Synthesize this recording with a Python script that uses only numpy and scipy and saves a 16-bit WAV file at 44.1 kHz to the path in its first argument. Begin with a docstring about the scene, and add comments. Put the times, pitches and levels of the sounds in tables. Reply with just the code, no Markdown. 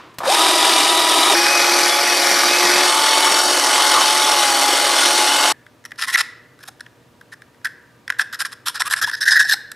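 """Drilling and filing a plastic case

In a concrete workshop a cordless drill bores a hard plastic case, first on a bench, then up in the hand.
Its gear tones, throbbing noise and chatter come from a little left of centre in the stereo microphones.
After a hard edit a round file rasps, taps and squeaks in the middle: short bursts of noise ring the hollow
case near 1.7 kHz. The room answers the filing some 7 ms later, over fan noise and mains hum."""
import sys
import numpy as np
from scipy import signal
from scipy.fft import rfft, irfft, next_fast_len
from scipy.io import wavfile
from scipy.ndimage import uniform_filter1d, map_coordinates

SR = 44100
rng = np.random.default_rng(int(sys.argv[2]) if len(sys.argv) > 2 else 0)


def transcribe(signal):
    """Save signal, clipped to [-1, 1], as a 16-bit WAV file at the path in sys.argv[1]."""
    frames = np.atleast_2d(signal).T
    limited = np.clip(frames, -1, 1)
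    pcm = np.round(limited * 32767).astype(np.int16)
    wavfile.write(sys.argv[1], SR, pcm)


def rack_gain(trim_db):
    """Turn a fader trim in dB into the linear factor to multiply a signal by."""
    fader = np.asarray(trim_db, float)
    return 10 ** (fader / 20)


N = 429975
T = np.arange(N) / SR  # time, s

# spectrum shape of the workshop air: f/Hz, density/dB per Hz
AIR = [(12, -79), (20, -34), (86, -13.5), (116, -5), (204, -14), (248, -9), (377, -12.5), (410, -15),
       (485, -14), (698, -18.5), (949, -21.5), (1120, -20), (16000, -41)]
AIR_DB = -53.5
# side under mid of the air: f/Hz, level/dB
AIR_WIDTH = [(60, -18.5), (400, -9.5), (4000, -8.5), (9000, -15)]
# mean level of each mains hum line: f/Hz, level/dB
HUM = [(120, -62), (238, -67), (480, -63), (598, -68), (958, -66.5), (1200, -70)]
# decay of the workshop's reverberation: f/Hz, t60/s
SHOP = [(500, 0.44), (1600, 0.78), (4000, 0.49), (10000, 0.31)]
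# microphone pair, side under mid before each source's own offset: f/Hz, level/dB
WIDTH = [(100, -27), (350, -36), (700, -30), (1500, -26.5), (2400, -22), (3300, -23), (5500, -15),
         (15000, -13.5)]
# microphone pair, left over right for the drill: f/Hz, level/dB
LEAN = [(200, .15), (600, .4), (2400, .5), (15000, 1.1)]

# the case knocks dully against the palm: t/s, f/Hz, level/dB where the decay starts
KNOCKS = [(6.212, 620, -29), (6.686, 775, -25), (9.449, 760, -26), (9.537, 820, -17)]
KNOCK_T60_S = 0.022
# the file skids and squeaks: t/s, length/s, from f/Hz, to f/Hz, level/dB
SQUEAKS = [(6.072, 0.031, 1046, 1080, -30.5), (6.143, 0.015, 2063, 1866, -9.5),
           (6.169, 0.028, 1322, 1450, -25), (8.772, 0.016, 1480, 1340, -32.5),
           (8.847, 0.047, 1050, 1360, -28), (9.032, 0.025, 1655, 1750, -14), (9.074, 0.011, 886, 1050, -25),
           (9.526, 0.017, 4250, 3946, -16.5)]
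# cavity resonances before damping: multiple of the cavity note, width/Hz, level/dB (response is squared)
CAVITY = [(.86, 320, -8), (1, 320, 0), (1.13, 320, -8)]
# shell resonances, before the closed hand narrows and mutes them: f/Hz, width/Hz, level/dB
SHELL = [(3880, 450, -1), (5310, 290, 7.5), (6100, 400, -7), (7620, 340, -0.5), (9000, 740, -3.5),
         (11620, 600, -3), (4800, 3700, -7)]
# wall resonances: f/Hz, width/Hz, level/dB
WALL = [(860, 250, -4.5), (1050, 83, 3.5), (1370, 110, 7.5), (2500, 260, -3), (3340, 500, -3.5)]
# fingers cover more or less of the opening and move the cavity note: t/s, f/Hz
OPENING = [(5.66, 1810), (6.2, 1875), (6.65, 1610), (6.8, 1740), (7.4, 1750), (7.65, 1676), (8.08, 1800),
           (8.2, 1700), (8.5, 1697), (9.72, 1706)]
NOTE_SCATTER = .008  # share by which each touch scatters the cavity note
# taps and snags of the file: t/s, cavity ring energy/dB, rasp over cavity/dB
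TAPS = [(5.664, -18, -16.5), (5.84, -23, -7), (5.851, -8.5, -2.5), (5.9073, -20, -7), (5.9174, -5, -19),
        (5.9579, -27, -3), (6.156, 13.5, -16), (6.59, -23, -9), (6.6847, -14.5, -4), (6.796, -20, -12.5),
        (6.806, -7, -6), (6.863, -15, -21), (7.211, -16, -12.5), (7.419, -16, -11), (7.545, -30, -14),
        (7.614, -31, -12), (7.6464, -0.5, -4), (7.654, -2.5, -3), (7.67, -9, -10), (8.078, -2, -9.5),
        (8.0945, -9, -17), (8.101, 10.5, -13.5), (8.122, -4, -18), (8.1427, -19, -17), (8.194, 12, -22),
        (8.404, 3, -1.5), (8.4486, 2.5, -22), (8.819, 8.5, -6), (8.936, 13.5, -10), (9.1132, -3, -8),
        (9.3583, 5, -15), (9.405, 8, -10), (9.517, 0, -7), (9.538, 4.5, -8.5), (9.716, -7.5, -0.5)]
TAP_WALL_DB = -9.5  # walls over the cavity in a tap
# file strokes: t/s, length/s, swell from start to end/dB, cavity level/dB, rasp level/dB
STROKES = [(5.859, 0.0052, -6, -39, -39), (5.979, 0.077, 9, -27.5, -28), (6.067, 0.054, 1.5, -26.5, -31),
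           (6.124, 0.024, 0, -25.5, -24.5), (6.171, 0.044, 13, -21, -21), (6.602, .022, 3, -50, -56),
           (6.628, 0.012, 0, -42, -43.5), (6.653, .016, 0, -54, -53), (6.677, 0.013, 3, -48, -36.5),
           (7.32, 0.021, -3, -37, -46.5), (7.647, 0.034, -25, -22.5, -39), (8.188, 0.0207, 6.5, -21, -31.5),
           (8.209, 0.021, -17, -23, -28.5), (8.327, 0.032, -14, -30, -34.5), (8.391, 0.038, -1, -26, -28),
           (8.453, 0.023, -22, -34, -31.5), (8.514, 0.022, 10, -39, -38), (8.659, 0.045, -5, -32, -24),
           (8.744, 0.045, -15, -32.5, -33.5), (8.797, 0.019, 11, -24, -21.5), (8.855, 0.026, 5, -30, -29.5),
           (8.899, 0.042, 3, -23.5, -24.5), (8.961, 0.04, -5.5, -29.5, -31),
           (9.015, 0.032, 0.5, -21, -23.5), (9.066, 0.038, -4, -26, -32.5), (9.12, 0.032, 14, -23.5, -29.5),
           (9.162, 0.029, -1, -37, -42), (9.207, 0.035, -2, -21, -22.5), (9.254, 0.051, 3, -13, -23),
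           (9.301, 0.054, -7, -14.5, -18), (9.357, 0.034, -9, -11, -24.5), (9.391, 0.043, -12, -12, -21),
           (9.436, 0.044, -2, -24.5, -32), (9.481, 0.023, 0, -16, -21.5), (9.51, 0.033, -5.5, -16, -19.5),
           (9.528, 0.014, 5.5, -47, -23.5)]
# from CLASP_S on the hand closes on the case during strokes; walls over the rasp before and after
CLASP_S, LOOSE_DB, CLASPED_DB = 9.11, -1.5, -15.5
CLASPED_WIDTH = .85  # factor on shell widths in the closed hand
CLASPED_DULL_DB, DULL_HZ = -6, 6800  # the hand mutes shell modes that reach above DULL_HZ

# motor speed under load, one list per run: t/s, gear-mesh f/Hz, mean mesh tone peak level/dB
RUNS = [
    [(.19, 352.6, -39), (.285, 543, -13), (.294, 650, -17), (.303, 760, -12.5), (.322, 815, -12),
     (.34, 921.5, -21), (.365, 955.4, -21.5), (.41, 975, -21.5), (.9, 976, -20.5), (1.338, 968.4, -23)],
    [(1.342, 831.5, -21.5), (1.6, 838, -23.5), (2.08, 851, -24), (2.2, 836, -25.5), (2.5, 847.5, -25.5),
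     (2.75, 860, -23.5), (2.88, 866, -20), (3.18, 886, -20), (3.4, 880.5, -23), (3.53, 856.4, -27.5),
     (3.65, 851, -20.5), (4.02, 862, -20), (4.22, 867.5, -20), (4.48, 826, -20.5), (4.75, 833, -21.5),
     (5.02, 833, -25.5), (5.13, 852.6, -21), (5.3, 850, -21.5), (5.523, 861, -21.5)],
]
# starts of the three grips, first on the bench, then two in the hand: t/s
GRIPS = [0, 1.34, 2.75]
# spectrum shape of the roar, one list per grip: f/Hz, density/dB per Hz
ROAR = [
    [(71, -59), (120, -9.5), (209, -24.5), (321, -4), (513, -17), (911, -9.5), (988, -4), (1430, -10.5),
     (3820, -11), (4230, -12), (8660, -17.5), (11500, -23), (16000, -38)],
    [(71, -75.5), (120, -26.5), (301, -2.5), (348, 3), (418, -4), (839, -4.5), (949, -5), (2340, -5),
     (2700, -7.5), (5630, -14), (11500, -15), (14700, -31.5), (16000, -59.5)],
    [(71, -57.5), (120, -46.5), (196, -23), (341, -5.5), (445, -13), (839, -6.5), (2430, -13),
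     (5630, -10.5), (7200, -17.5), (9210, -12), (13300, -27.5), (14700, -34.5), (16000, -85)],
]
# mean roar level from 1.5 to 11 kHz, one per grip: level/dB
ROAR_DB = [-16, -16.5, -16.5]
# resonances of housing and case, one list per grip: f/Hz, width/Hz, boost/dB
HOUSING = [
    [(362, 57, 5), (650, 150, 12), (804, 81, 8.5), (2380, 110, 5), (3150, 180, 3.5), (3690, 340, 9.5),
     (4850, 340, 5), (5490, 390, 4), (8800, 940, 6.5), (9830, 280, 6.5), (11180, 330, 10),
     (13170, 130, 10.5)],
    [(355.9, 240, -7), (1480, 56, 7), (1840, 110, 3), (2324, 110, 3.5), (2675, 99, -13), (3390, 72, -1.5),
     (3790, 100, 4), (4690, 1100, 8.5), (5740, 760, 9), (8300, 160, 5), (11454, 310, -1)],
    [(332, 140, -2.5), (578, 120, 3), (1450, 66, 7.5), (2085, 280, 4), (3016, 220, 9), (3433, 110, 6),
     (3750, 130, 6.5), (4500, 180, 6.5), (5590, 180, 6), (6700, 100, 5.5), (7860, 250, 5), (10140, 180, -9)],
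]
# the bit chattering in the hole, one row per grip: f/Hz, width/Hz
CHATTER = [(1238, 97), (1212, 180), (1150, 265)]
# mean level of the steady chatter, one per grip: level/dB
CHATTER_DB = [-28.5, -30, -28.5]
# the bit binds and its chatter rises or sinks for a moment: t/s, half length/s, boost/dB
BINDS = [(1.364, 0.13, 2.5), (2.097, 0.08, 0), (2.921, 0.081, 5.5), (3.23, .1, 7.5), (3.971, 0.033, 12),
         (4.199, 0.16, 7), (4.5, 0.094, 4), (5.146, 0.062, -5)]
# tones of the gear train: multiples of the mesh f
MULTIPLES = [1 / 3, 5 / 12, 2 / 3, 5 / 6, 4 / 3, 2, 5 / 2, 3, 4, 5]
# their peak level against the roar before a common lift, one list per grip in the order above: level/dB
ORDERS_DB = [
    [-25.5, -25, -21, -25.5, -19, -19.5, -41, -19, -13, -22.5],
    [-29, -14, -19, -18, -21.5, -21, -18, -19.5, -30, -25.5],
    [-26, -21, -24.5, -21.5, -45.5, -23, -19, -24.5, -31, -18.5],
]
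# phase tremble of those tones on the bench and in the hand, before it grows with the multiple: angle/rad
ROUGH_RAD = [.3, .13]
# the tone at three times the mesh f swells or sinks: t/s, half length/s, boost/dB
THIRD_SWELLS = [(.45, 0.075, -2.5), (.85, 0.29, 5.5), (1.527, 0.24, 10.5), (2.12, 0.085, 10),
                (2.54, 0.05, 9), (2.77, 0.043, 3)]
# the tone at four times the mesh f swells: t/s, half length/s, boost/dB
FOURTH_SWELLS = [(1.624, 0.097, 12), (1.932, .08, 17), (2.747, 0.19, 9.5), (3.2, .15, 7.5), (4.12, .1, 4.5)]
# bands of the roar swell or sink: t/s, half length/s, f/Hz, width/octaves, boost/dB
BAND_SWELLS = [(2.6, 0.27, 3250, 0.25, 1), (3.123, 0.16, 3340, .2, 1.5), (3.456, .05, 2400, 0.31, -10),
               (3.566, .12, 3527, 0.28, -5.5), (4.2, 0.33, 5100, 0.076, 0.5), (4.594, 0.082, 3920, .08, -2),
               (0.598, .2, 4800, 0.056, 4)]
RIPPLE_HZ = 43.07  # mean rate of a level ripple laid over the noise, independent of the drill's speed
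# that level ripple, one per grip: depth/dB
RIPPLE_DB = [1.5, 1.2, 1.2]
# drift of the roar's colour, one per grip: rms/dB
PATCHY_DB = [.5, .9, 1.1]
RATTLE_DB = 1.43  # rms; chips rattle single resonances for a few milliseconds
# the roar starts SPIN_DB down and from SPIN_S closes the gap with this time constant
SPIN_DB, SPIN_S, SPIN_TAU_S = 28.5, 0.23, 0.032
# the bit catches and jolts the case: t/s, level/dB where the decay starts
JOLTS = [(2.322, -36.5), (2.641, -27.5), (2.753, -30), (3.304, -35)]
# a finger brushes the trigger, then snaps it: t/s, noise level/dB at the start, before darkening
TRIGGER = [(.142, -49.5), (0.185, -24.5)]
# the motor lurches out of rest: t/s, noise level/dB at the start, before the housing
LURCHES = [(0.204, -10.5), (0.234, -7), (0.255, -4), (0.283, -7)]
TOP_HZ = 15600  # upper band limit of the sound


def unit(x):
    """Scaled to rms 1."""
    return x / np.sqrt(np.mean(x ** 2) + 1e-20)


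def along(points, hz):
    """Interpolates (f/Hz, value) points on a log frequency axis."""
    f, v = np.transpose(points)
    return np.interp(np.log(hz + 1), np.log(f + 1), v)


def wobble(rate):
    """A smooth random curve with rate knots a second."""
    coarse = T[::8]
    knots = rng.standard_normal(int(N * rate / SR) + 4)
    return np.interp(T, coarse, map_coordinates(knots, [coarse * rate]))


def hump(s, half_s, db):
    """A smooth rise and fall in dB around s."""
    return db * np.exp(-((T - s) / half_s) ** 2)


def filtered(x, response):
    """Multiplies the spectrum of x by a complex response of frequency."""
    m = next_fast_len(N + 8192)
    return irfft(rfft(x, m) * response(np.fft.rfftfreq(m, 1 / SR)), m)[..., :N]


def modes(table):
    """Causal response of a set of resonances (f/Hz, width/Hz, level/dB) of alternating sign."""
    def response(f):
        return sum((-1) ** k * rack_gain(db) * 1j * f * w / (c * c - f * f + 1j * f * w)
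                   for k, (c, w, db) in enumerate(table))
    return response


def bell(f, c, w):
    """A resonance peak of height 1 at c, half as high at the edges of its width w."""
    return 1 / (1 + (2 * (f - c) / w) ** 2)


def in_band(x, lo_hz, hi_hz):
    """Scaled so that the band from lo_hz to hi_hz has rms 1."""
    return x / np.std(filtered(x, lambda f: (f > lo_hz) & (f < hi_hz)))


def patchy(x, patchy_db, size):
    """Drifting colour: random gain in patches of time and frequency."""
    z = signal.stft(x, nperseg=size)[2]
    field = uniform_filter1d(rng.standard_normal(z.shape), size=1 + size // 120, axis=0)
    field = uniform_filter1d(field, size=2 + size // 80, axis=1)
    return signal.istft(z * rack_gain(patchy_db * unit(field)), nperseg=size)[1][:N]


def air():
    """Distant fans as shaped noise, hum as sines, and two noises already dying away at 0 and 5.525 s."""
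    mid, side = filtered(rng.standard_normal((2, N)), lambda f: rack_gain(along(AIR, f)))
    side = filtered(unit(side), lambda f: rack_gain(along(AIR_WIDTH, f)))
    hiss = unit(mid) + np.outer([1, -1], side)
    hum = sum(rack_gain(db + 2.5 * wobble(12)) * np.sin(2 * np.pi * hz * T + .3 * wobble(15)) for hz, db in HUM)
    whir = filtered(rng.standard_normal(N), lambda f: rack_gain(along(ROAR[0], f)) / (1 + (f / 2400) ** 2))
    whir = rack_gain(-41.0 - 60 * T / 0.95) * unit(whir)
    ring = unit(filtered(rng.standard_normal(N), modes([(1750, 92, 0)])))
    ring *= rack_gain(-49 - 60 * np.abs(T - 5.525) / .6) * (T > 5.525)
    nearer_db = -4.5 * (T > 1.34) * (T < 5.525)  # air and hum are fainter while the drill is in the hand
    return rack_gain(AIR_DB + nearer_db) * hiss + rack_gain(nearer_db) * hum + whir + ring


def shop(x):
    """The room's answer: noise tails in which each frequency dies at its own speed."""
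    hz, t, z = signal.stft(rng.standard_normal((2, SR * 3 // 4)), SR, nperseg=256)
    tail = signal.istft(z * rack_gain(-60 * t / along(SHOP, hz)[:, None]), SR, nperseg=256)[1]
    tail = np.array([tail[0] + 0.14 * tail[1], tail[0] - 0.11 * tail[1]])
    late = np.pad(x, (300, 0))[None]  # 300 samples, about 7 ms
    return signal.fftconvolve(late, tail / np.linalg.norm(tail[0]), axes=1)[:, :N]


def spread(x, side_db):
    """The two microphones hear shifting reflections: a weak side signal of wandering phase."""
    drift = 3 * wobble(60)
    quadrature = filtered(x, lambda f: -1j + 0 * f)
    side = x * np.cos(drift) + quadrature * np.sin(drift)
    side = rack_gain(side_db) * filtered(side, lambda f: rack_gain(along(WIDTH, f)))
    return np.array([x + side, x - side])


def knocks():
    """Case against palm: a low sine with a soft onset that dies at once."""
    out, t = np.zeros(N), np.arange(SR // 10) / SR
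    for s, hz, db in KNOCKS:
        envelope = rack_gain(db - 60 * t / KNOCK_T60_S) * (1 - np.exp(-t / 0.0018))
        out[round(s * SR):][:len(t)] += envelope * np.sin(2 * np.pi * hz * t)
    return out


def squeaks():
    """Short runs of regular slips: a gliding, jittering note with overtones."""
    out = np.zeros(N)
    for s, length, from_hz, to_hz, db in SQUEAKS:
        u = np.linspace(0, 1, round(length * SR))
        hz = (from_hz + (to_hz - from_hz) * u) * (1 + 0.17 * rng.standard_normal(len(u)))
        turn = 2 * np.pi * np.cumsum(hz) / SR
        note = np.sin(turn) + 0.23 * np.sin(2 * turn) + 0.22 * np.sin(3 * turn)
        out[round(s * SR):][:len(u)] += rack_gain(db) * np.sqrt(2) * np.sin(np.pi * u) * note
    return out


def case(push, s, cavity_db, rasp_db, wall_db, damping=1, clasped=False):
    """One contact, noise under the push, rings cavity, shell and walls; every touch favours other modes."""
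    note_hz = np.interp(s, *np.transpose(OPENING)) * (1 + NOTE_SCATTER * rng.standard_normal())
    size = next_fast_len(len(push) + 1500)
    f, out = np.fft.rfftfreq(size, 1 / SR), np.zeros(size)
    cavity = [(m * note_hz, damping * w, g) for m, w, g in CAVITY]
    shell = SHELL
    if clasped:
        shell = [(c, CLASPED_WIDTH * w, g + CLASPED_DULL_DB * (c + w > DULL_HZ)) for c, w, g in SHELL]
    soft = (1j * f / (650 + 1j * f)) ** 3  # the small case radiates no bass
    # table, level/dB, power of the response (2 gives the cavity steep skirts), scatter of its modes/dB
    parts = [(cavity, cavity_db, 2, 1), (shell, rasp_db, 1, 2), (WALL, wall_db, 1, 2.5)]
    for table, db, order, scatter_db in parts:
        touch = rng.standard_normal((len(table), 2))
        table = [(c * (1 + 0.019 * a), w, g + scatter_db * b) for (c, w, g), (a, b) in zip(table, touch)]
        noise = rfft(push * rng.standard_normal(len(push)), size)
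        ring = irfft(noise * modes(table)(f) ** order * soft, size)
        out += rack_gain(db) * ring / np.linalg.norm(ring)
    return out


def taps():
    """Each contact is a few milliseconds of scratch into the case, its cavity damped by the fingers."""
    out, t = np.zeros(N + SR), np.arange(SR // 50) / SR
    scratch = rack_gain(-60 * t / 0.017) * (1 - np.exp(-t / .0003))
    for s, db, bright_db in TAPS:
        ring = case(scratch, s, db, db + bright_db, db + TAP_WALL_DB, damping=2.24)
        out[round(s * SR):][:len(ring)] += ring
    return out[:N]


def file_strokes():
    """File teeth catch unevenly along the arch of each stroke and ring the case."""
    out, teeth = np.zeros(N + SR), rack_gain(2.2 * wobble(130) + 3.8 * wobble(900))
    for s, length, swell_db, cavity_db, rasp_db in STROKES:
        i = np.arange(round((s - .003) * SR), round((s + length + 0.0038) * SR))
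        arch = np.sin(np.pi * (i - i[0]) / len(i)) ** 0.72
        arch *= rack_gain(swell_db * ((T[i] - s) / length - .5))
        clasped = s > CLASP_S
        wall_db = rasp_db + (CLASPED_DB if clasped else LOOSE_DB)
        damping = 1 if clasped else 1.5
        ring = case(arch * teeth[i], s, cavity_db, rasp_db, wall_db, damping=damping, clasped=clasped)
        out[i[0]:][:len(ring)] += np.sqrt(length * SR) * ring  # from energy to level over the stroke
    return out[:N]


def trigger():
    """Dry snaps of the switch: short bursts of darkened noise."""
    out, t = np.zeros(N), np.arange(SR // 8) / SR
    for s, db in TRIGGER:
        snap = signal.lfilter([1], [1, -.65], rng.standard_normal(len(t)))
        out[round(s * SR):][:len(t)] += rack_gain(db - 60 * t / 0.044) * snap
    return out


def lurches():
    """The housing booms as the motor lurches: decaying noise through two resonances."""
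    kicks, t = np.zeros(N), np.arange(SR // 8) / SR
    for s, db in LURCHES:
        kicks[round(s * SR):][:len(t)] += rack_gain(db - 60 * t / 0.2) * rng.standard_normal(len(t))
    return filtered(kicks, modes([(650, 450, 0), (1186, 630, 0.0056)]))


def jolts():
    """The bit catches and the case thuds: a decaying 195 Hz sine with a soft onset."""
    out, t = np.zeros(N), np.arange(SR // 8) / SR
    thud = (1 - np.exp(-t / 0.0045)) * np.sin(2 * np.pi * 195 * t)
    for s, db in JOLTS:
        out[round(s * SR):][:len(t)] += rack_gain(db - 60 * t / 0.13) * thud
    return out


def bit_chatter(k):
    """The bit in the hole: noise in one narrow band, which bites once the bit turns."""
    chatter = unit(filtered(rng.standard_normal(N), lambda f: bell(f, *CHATTER[k])))
    return chatter * np.clip((T - .25) / .1, 0, 1)


def roar_of_grip(k, chips, throb, presence):
    """Breaking chips: noise that throbs with the teeth, coloured by the grip, under a laid-on level ripple."""
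    ripple_db = RIPPLE_DB[k] * np.cos(2 * np.pi * RIPPLE_HZ * T + wobble(5))
    uneven_db = 0.52 * wobble(40) + 0.77 * wobble(400)
    grit = patchy(np.roll(chips, k * SR), PATCHY_DB[k], size=1024) * throb * rack_gain(ripple_db + uneven_db)

    def colour(f):
        boost_db = sum(db * bell(f, c, w) for c, w, db in HOUSING[k])
        return rack_gain(along(ROAR[k], f) + boost_db) / (1 + (215 / (f + 1)) ** 4)

    roar = in_band(filtered(grit, colour), 1500, 11000)
    for s, half_s, hz, octaves, db in BAND_SWELLS:
        if presence[round(s * SR)] > .5:  # the swell falls in this grip
            band = filtered(roar, lambda f: np.exp(-(np.log2((f + 1) / hz) / octaves) ** 2))
            roar = roar + (rack_gain(hump(s, half_s, db)) - 1) * band
    return roar


def gear_lines(turn):
    """Gear-train tones locked to the mesh phase, each trembling in level and phase."""
    rough = np.where(T < GRIPS[1], *ROUGH_RAD)
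    lines = []
    for m in MULTIPLES:
        phase = m * turn + rough * np.sqrt(1 + m * m) * wobble(70)
        lines.append(rack_gain(2.4 * wobble(11) + wobble(3.37)) * np.sin(phase))
    lines = np.array(lines)
    lines[MULTIPLES.index(3)] *= rack_gain(sum(hump(*swell) for swell in THIRD_SWELLS))
    lines[MULTIPLES.index(4)] *= rack_gain(sum(hump(*swell) for swell in FOURTH_SWELLS))
    return lines


def drill():
    """A gear whine, its related tones and chatter over a roar that throbs with the teeth."""
    start_s, *columns = np.transpose(RUNS[0] + RUNS[1])
    mesh_hz, tone_db = [np.interp(T, start_s, c) for c in columns]
    effort_db = 0.38 * wobble(5.2) - SPIN_DB * np.exp(-np.maximum(T - SPIN_S, 0) / SPIN_TAU_S)
    bind_db = 1.5 * wobble(8.7) + sum(hump(*b) for b in BINDS)
    turn = 2 * np.pi * np.cumsum(mesh_hz * (1 + 0.00307 * wobble(25))) / SR
    # tooth contacts and the rotor's turn
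    throb = 1 + .08 * np.cos(turn) + .06 * np.cos(turn / 3) + .1 * np.cos(turn / 6)
    out = rack_gain(tone_db + 0.99 * wobble(16) + 0.88 * wobble(50)) * np.sin(turn + .35 * wobble(60))
    out *= np.clip((T - .262) / .02, 0, 1)  # the whine breaks out as the teeth engage
    seated = np.clip((T - .33) / 0.063, 0, 1)  # the other tones come once the gears carry load
    fades = [np.clip((T - s) / fade_s, 0, 1) for s, fade_s in zip(GRIPS, [.001, .004, .15])] + [0]
    chips = patchy(rng.standard_normal(N), RATTLE_DB, size=128)
    lines = gear_lines(turn)
    for k, orders_db in enumerate(ORDERS_DB):
        presence = fades[k] - fades[k + 1]
        tones = rack_gain(orders_db) @ lines
        roar = roar_of_grip(k, chips, throb, presence)
        held = rack_gain(ROAR_DB[k] + effort_db) * (roar + 1.58 * seated * tones)
        held += rack_gain(CHATTER_DB[k] + bind_db) * bit_chatter(k)
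        out += held * np.sqrt(np.clip(presence, 0, 1))
    # soft start, then a hard edit at the end
    out *= np.clip((T - start_s[0]) / .02, 0, 1) * np.clip((5.525 - T) / .003, 0, 1)
    return out + jolts() + lurches() + trigger()


def scene():
    """Drill a little to the left, file work in the middle, room and air around."""
    lean = lambda f: rack_gain(along(LEAN, f) * np.array([[.5], [-.5]]))
    filing = file_strokes() + taps() + squeaks() + knocks()
    drill_side_db = np.where(T < 1.34, -4.5, -.5)  # wider in the hand than on the bench
    drilling = filtered(spread(drill(), drill_side_db), lean)
    return drilling + spread(filing, -4.5) + rack_gain(-18.5) * shop(filing) + air()


def low_pass(x):
    """Removes everything above the highest recorded frequency."""
    return signal.sosfilt(signal.butter(12, 16530, fs=SR, output="sos"), x)


def record(dry):
    """The microphone signal: the loudest peaks clip softly, and a steep filter ends the treble."""
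    top, hard = .97, 6
    clipped = dry / (1 + np.abs(dry / top) ** hard) ** (1 / hard)
    heard = filtered(clipped, lambda f: 1 / (1 + (f / TOP_HZ) ** 80))
    return low_pass(heard)


dry = scene()
out = record(dry)
transcribe(out)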